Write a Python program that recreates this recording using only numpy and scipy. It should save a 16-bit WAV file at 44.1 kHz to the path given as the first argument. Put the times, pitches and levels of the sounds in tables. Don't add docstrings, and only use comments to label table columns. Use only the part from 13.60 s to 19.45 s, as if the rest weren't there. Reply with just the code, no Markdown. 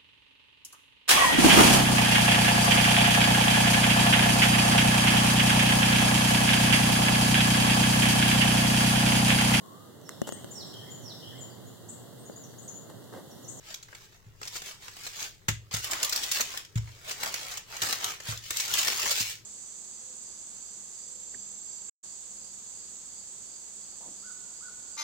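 import sys
import numpy as np
from scipy import signal
from scipy.fft import rfft, irfft, next_fast_len
from scipy.io import wavfile
from scipy.ndimage import uniform_filter1d, map_coordinates

SR = 44100
rng = np.random.default_rng(int(sys.argv[2]) if len(sys.argv) > 2 else 0)


def log_audio(samples):
    frames = np.atleast_2d(samples).T
    limited = np.clip(frames, -1, 1)
    pcm = np.round(limited * 32767).astype(np.int16)
    wavfile.write(sys.argv[1], SR, pcm)


N = 257984

# arrival at full speed in seconds, hold in seconds,
# run-up in seconds, crisp rustle in dB, duller rub in dB.
STROKES = [(0.095, 0.037, 0.12, -47, -54.5), (0.37, 0.077, 0.25, -54.5, -63),
           (0.53, 0.026, .08, -59.5, -63.5), (0.83, 0.055, 0.041, -47, -69), (0.942, 0.024, .06, -40, -53),
           (1.068, 0.03, .09, -40.5, -49.5), (1.225, 0.037, 0.045, -48, -53.5),
           (1.447, 0.021, 0.21, -41.5, -52.5), (1.598, 0.048, 0.16, -37.5, -49.5),
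           (2.135, 0.039, 0.016, -32.5, -42.5), (2.24, 0.022, 0.046, -37, -54),
           (2.329, 0.0097, 0.069, -35.5, -34.5), (2.41, 0.052, 0.099, -36.5, -40),
           (2.53, 0.15, 0.085, -37.5, -45), (2.755, 0.017, 0.083, -29, -46), (2.85, 0.13, 0.12, -41.5, -50),
           (3.29, 0.18, 0.34, -55.5, -64), (3.495, 0.013, 0.076, -35.5, -42),
           (3.645, 0.027, 0.11, -32.5, -39.5), (3.72, 0.24, 0.058, -40.5, -46.5),
           (4.118, 0.13, 0.063, -44, -48), (4.243, 0.086, 0.052, -31, -39), (4.43, 0.081, 0.12, -36, -41),
           (4.691, 0.029, 0.087, -35.5, -44), (4.99, 0.055, 0.22, -34.5, -68),
           (5.159, .12, 0.23, -28, -40.5), (5.399, .12, 0.32, -28.5, -39.5),
           (5.58, 0.044, 0.15, -29.5, -52), (5.669, 0.05, 0.073, -37, -68)]
# rustle in dB, rub in dB.
CREEP_DB = [-67.5, -69]
# start in seconds, level in dB, ripple in seconds, bass boost in dB.
CREASE_SNAPS = [(0.141, -31, 0.0039, -8), (0.226, -43, 0.007, -2), (0.283, -49.5, .006, 14),
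                (0.327, -45.5, 0.0061, 24), (0.348, -41.5, 0.0052, 6.5), (0.814, -33.5, 0.0012, 15.5),
                (0.829, -35.5, 0.0049, 2), (0.852, -38, .002, 2), (0.873, -34.5, 0.0091, -5),
                (0.963, -35.5, 0.0056, -4), (1.018, -33.5, 0.0023, 2.5), (1.28, -37, 0.0038, 11.5),
                (1.366, -41.5, 0.0046, 6), (1.464, -35.5, 0.011, 1), (1.626, -27.5, 0.0017, -2),
                (2.11, -39.5, 0.014, 5), (2.137, -28, 0.012, -1.5), (2.242, -21.5, .001, -2.5),
                (2.309, -27.5, 0.012, -13), (2.332, -20.5, 0.0011, 0), (2.428, -20, 0.0053, -4),
                (2.446, -18.5, 0.0011, -22), (2.493, -26, 0.0056, -11), (2.523, -25, 0.01, -3),
                (2.560, -18.5, 0.0017, -21), (2.574, -25, 0.002, -2), (2.632, -27.5, 0.0098, -8),
                (2.713, -23.5, 0.011, -5.5), (2.805, -22, .011, -2.5), (2.973, -23.5, 0.00064, -2),
                (3.048, -37.5, 0.00033, -4), (3.173, -39, 0.01, 8), (3.273, -49, .007, 19),
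                (3.509, -30.5, 0.0082, 3), (3.6321, -21.5, 0.0019, 4), (3.740, -23.5, .003, 2),
                (3.971, -31.5, 0.0086, -4), (4.165, -34, 0.0049, 0), (4.217, -24, 0.0088, -1),
                (4.230, -27, 0.0073, 7), (4.325, -23.5, 0.0061, 5.5), (4.442, -18.5, 0.0014, -7),
                (4.600, -39, 0.0064, 7.5), (4.773, -36, 0.0052, -18), (4.905, -20.5, 0.0018, 1.5),
                (4.968, -22.5, 0.0039, -35), (4.997, -26, .012, -8.5), (5.137, -18, 0.0024, -28),
                (5.181, -22.5, 0.013, -3), (5.280, -19, .004, 0.5), (5.505, -25, 0.016, -1.5),
                (5.599, -27.5, 0.017, -16)]
# start in seconds, push in dB, counter ring in dB, wooden clack in dB.
LANDINGS = [(0.6632, -57, -44.5, -64), (1.8836, -22, -26, -16), (2.138, -29.5, -34, -45),
            (3.1561, -37, -22.5, -34.5), (4.217, -61, -44.5, -56), (4.686, -46, -31.5, -44),
            (5.603, -41, -42.5, -29)]
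# frequency in Hz, level in dB, time to decay by 60 dB in seconds.
COUNTER_MODES = [(64, -6, 0.36), (90, -14, 0.59), (110.3, -2, 0.44), (117.4, 2.5, 0.13), (145, -9, 0.27),
                 (232, -19, 0.1)]
PIN_MODES = [(320, -17, .12), (366, -20, .16), (560, -21, .08), (700, -17, .08), (985, -16, .07),
             (1070, -16, .08), (1400, -13, .06), (2650, -9, .05), (6900, -2, .025)]
# frequency in Hz, relative spectral density in dB.
HUSH_SPECTRUM = [(20, 13.5), (60, 2.5), (105, 10.5), (160, 4), (240, -9.5), (400, -3), (800, -18.5),
                 (2000, -31), (7000, -68), (9000, -30), (15500, -23)]
SLAP_SPECTRUM = [(100, -4), (250, 5), (450, -15), (1200, -1), (3000, 2), (5500, -3.5), (7200, 3.5),
                 (9000, -13), (15000, -12.5)]
SNAP_SPECTRUM = [(150, -17), (400, -10), (1200, -4), (2700, -1.5), (4500, 0), (7300, 1.5), (8200, -3),
                 (9300, -7.5), (12000, -7), (15500, -5)]
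RUB_SPECTRUM = [(100, -11), (240, -17), (350, -7), (480, -5.5), (700, -2.5), (1150, 1), (2100, -3),
                (3200, -11), (6000, -26)]
FIBRE_SPECTRUM = [(200, -26), (700, -13), (1500, -5), (2400, 0), (4500, -.5), (7400, -.5), (8200, -6),
                  (9300, -13), (15500, -13)]
BUCKLE_SPECTRUM = [(200, -28), (700, -15), (1500, -7.5), (2500, -1), (4500, -.3), (7400, 0), (8200, -4.5),
                   (9300, -10), (12000, -10.5), (15500, -8)]
# frequency in Hz, time to decay by 60 dB in seconds.
KITCHEN_T60 = [(150, 0.22), (800, 0.11), (2500, 0.29), (7000, 0.25), (15000, 0.13)]
# frequency in Hz, correlation from -1 to 1.
COHERENCE = [(60, 0.76), (150, 0.38), (350, 0.86), (700, -0.15), (1400, -0.25), (3000, 0.098),
             (8000, 0.052)]
# left corner in Hz, right corner in Hz.
BASS_CORNERS_HZ = [16, 88]


def amp(db):
    return 10 ** (np.asarray(db) / 20)


def unit(x):
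    return x / np.sqrt(np.mean(x ** 2) + 1e-20)


def along(points, hz):
    f, v = np.transpose(points)
    return np.interp(np.log(hz + 1), np.log(f + 1), v)


def scatter(shape):
    return np.clip(rng.standard_normal(shape), -2, 2)


def wobble(per_second):
    return map_coordinates(rng.standard_normal(2048), [np.arange(N) * per_second / SR], mode="mirror")


def add(track, start, sound):
    i = max(round(start * SR), 0)
    track[:, i:i + sound.shape[-1]] += sound[..., :N - i]


def noise(spectrum, size, tint=lambda hz: 0):
    m = next_fast_len(size)
    hz = np.fft.rfftfreq(m, 1 / SR)
    angle = np.arccos(np.clip(along(COHERENCE, hz), -1, 1)) / 2
    coloured = rfft(rng.standard_normal((2, m))) * amp(along(spectrum, hz) + tint(hz))
    mid, side = irfft(coloured * [np.cos(angle), np.sin(angle)], m)[:, :size]
    return unit(np.array([mid + side, mid - side]))


def patch_colour(depth_db):
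    knots_hz = np.linspace(0, np.sqrt(SR / 2), 80) ** 2
    peaks_db = depth_db * scatter(len(knots_hz))
    return lambda hz: np.interp(hz, knots_hz, peaks_db)


def burst(t, rise, t60, flutter_db, flutter_t60, ripple=0):
    after = np.maximum(t - ripple, 0)
    attack = 1 - np.exp(-(t / rise) ** 2)
    return attack * np.hypot(amp(-60 * after / t60), amp(flutter_db - 60 * after / flutter_t60))


def room_hush():
    return amp(-57) * noise(HUSH_SPECTRUM, size=N)


def kitchen_reverb(x):
    hz, t, bands = signal.stft(noise([(100, 0), (16000, 0)], size=SR // 3), SR, nperseg=256)
    decay = amp(-60 * t / along(KITCHEN_T60, hz)[:, None])
    tail = signal.istft(bands * decay, SR, nperseg=256)[1]
    tail = np.pad(tail, ((0, 0), (300, 0)))
    return signal.fftconvolve(x, tail / np.linalg.norm(tail[0]), axes=1)[:, :N]


def ringing(modes, t):
    return sum(amp(db + rng.normal(0, 1) - 60 * t / t60)
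               * np.sin(2 * np.pi * hz * rng.normal(1, 0.01) * t) for hz, db, t60 in modes)


def pin_landings():
    clacks, thumps = np.zeros((2, 2, N))
    t = np.arange(SR // 2) / SR
    cushion = signal.butter(2, [55, 320], "band", fs=SR, output="sos")
    contact = np.sin(np.pi * np.minimum(t / .014, 1)) ** 2
    push = -np.sin(2 * np.pi * 135 * (t - .0065)) * contact
    for start, push_db, ring_db, clack_db in LANDINGS:
        slap = noise(SLAP_SPECTRUM, size=len(t), tint=patch_colour(depth_db=2))
        slap *= burst(t, rise=.0035, t60=.05, flutter_db=-17, flutter_t60=.17, ripple=.003)
        wood = np.array([ringing(PIN_MODES, t), ringing(PIN_MODES, t)]) * (1 - np.exp(-(t / .004) ** 2))
        boom = -signal.sosfilt(cushion, ringing(COUNTER_MODES, t) * (1 - np.exp(-t / .004)))
        add(clacks, start - .002, amp(clack_db) * (slap + amp(-9) * wood))
        add(thumps, start, amp(push_db) * push + amp(ring_db) * boom)
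    return clacks, thumps


def stroke_levels():
    run_up_db, settle_db_per_s = 20, 235
    t = np.arange(N) / SR
    power = np.outer(amp(CREEP_DB) ** 2, np.ones(N))
    for arrival, hold, run_up, rustle_db, rub_db in STROKES:
        below_db = run_up_db * np.maximum(arrival - t, 0) / run_up
        below_db += settle_db_per_s * np.maximum(t - arrival - hold, 0)
        power += (amp([[rustle_db], [rub_db]]) * amp(-np.minimum(below_db, 80))) ** 2
    return 10 * np.log10(power) + 0.48 * wobble(per_second=22)


def wrinkles(rustle_db, per_second=7.1, ripple=0.012):
    count = round(per_second * N / SR)
    return [(i / SR, rustle_db[i] - 2 + 3.5 * size, ripple, 8 + 10 * body)
            for i, (size, body) in zip(rng.integers(N, size=count), scatter((count, 2)))]


def creases(rustle_db):
    snaps = np.zeros((2, N))
    t = np.arange(4096) / SR
    for start, db, ripple, body_db in CREASE_SNAPS + wrinkles(rustle_db):
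        patch = patch_colour(depth_db=4.5)
        fizz_db = -3.5 + 0.2 * (db + 26.5)
        tilt = [(1900, body_db), (3000, 0), (7500, 0.02), (9500, fizz_db)]
        ring = noise(SNAP_SPECTRUM, size=len(t), tint=lambda hz: patch(hz) + along(tilt, hz))
        envelope = burst(t, rise=.0015, t60=.028, flutter_db=-13, flutter_t60=.09, ripple=ripple)
        add(snaps, start, amp(db) * ring * envelope)
    return snaps


def crinkle(spectrum, per_second, spread_db, t60, colour_db, patches):
    t = np.arange(2048) / SR
    onsets = np.flatnonzero(rng.random(N) < per_second / SR)
    sizes = rng.choice([-1, 1], N) * amp(spread_db * scatter(N))
    patch = rng.integers(patches, size=N)[onsets]
    envelope = burst(t, rise=.0002, t60=t60, flutter_db=-14, flutter_t60=.06)
    clicks = np.zeros((2, N))
    for k in range(patches):
        impulses = np.bincount(onsets, sizes[onsets] * (patch == k), N)
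        ring = noise(spectrum, size=len(t), tint=patch_colour(colour_db)) * envelope
        clicks += signal.oaconvolve(impulses[None], ring, axes=1)[:, :N]
    power = np.abs(uniform_filter1d(np.mean(clicks ** 2, 0), size=1200))
    return clicks / np.sqrt(power + 1e-9)


def flexing(x, depth_db):
    bands = signal.stft(x, nperseg=1024)[2]
    blur = np.outer(np.hanning(6), np.hanning(8))
    shared, left, right = [unit(signal.fftconvolve(rng.standard_normal(bands.shape[1:]), blur, "same"))
                           for _ in range(3)]
    colour = unit(np.array([2 * shared + left, 2 * shared + right]))
    gain = amp(depth_db * np.clip(colour, -2, 2))
    return signal.istft(bands * unit(gain), nperseg=1024)[1][:, :N]


def sliding_paper(rustle_db, rub_db):
    vigour = amp(0.36 * (rustle_db + 39.5))
    buckles_per_s = 600 * vigour
    crackle = crinkle(BUCKLE_SPECTRUM, buckles_per_s, spread_db=6, t60=.011, colour_db=1.5, patches=10)
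    hiss = noise(FIBRE_SPECTRUM, size=N) * amp(1.1 * wobble(per_second=90))
    crackle_share = np.clip(.55 * vigour, .3, .75)
    rustle = np.sqrt(crackle_share) * crackle + np.sqrt(1 - crackle_share) * hiss
    rub = crinkle(RUB_SPECTRUM, 2 * buckles_per_s, spread_db=3.5, t60=.026, colour_db=1, patches=8)
    return flexing(amp(rustle_db) * rustle + amp(rub_db) * rub, depth_db=3.8)


def scene():
    clacks, thumps = pin_landings()
    rustle_db, rub_db = stroke_levels()
    direct = sliding_paper(rustle_db, rub_db) + creases(rustle_db) + clacks
    thumps *= amp([[-.6], [.6]])
    return direct + amp(-10) * kitchen_reverb(direct) + thumps + room_hush()


def record(dry):
    top_hz = 16050
    m = next_fast_len(N + 8192)
    hz = np.fft.rfftfreq(m, 1 / SR)
    high_pass = np.array([1j * hz / (corner_hz + 1j * hz) for corner_hz in BASS_CORNERS_HZ])
    low_pass = 1 / np.sqrt(1 + (hz / top_hz) ** 200)
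    return irfft(rfft(dry, m) * high_pass * low_pass, m)[:, :N]


dry = scene()
out = record(dry)
log_audio(out)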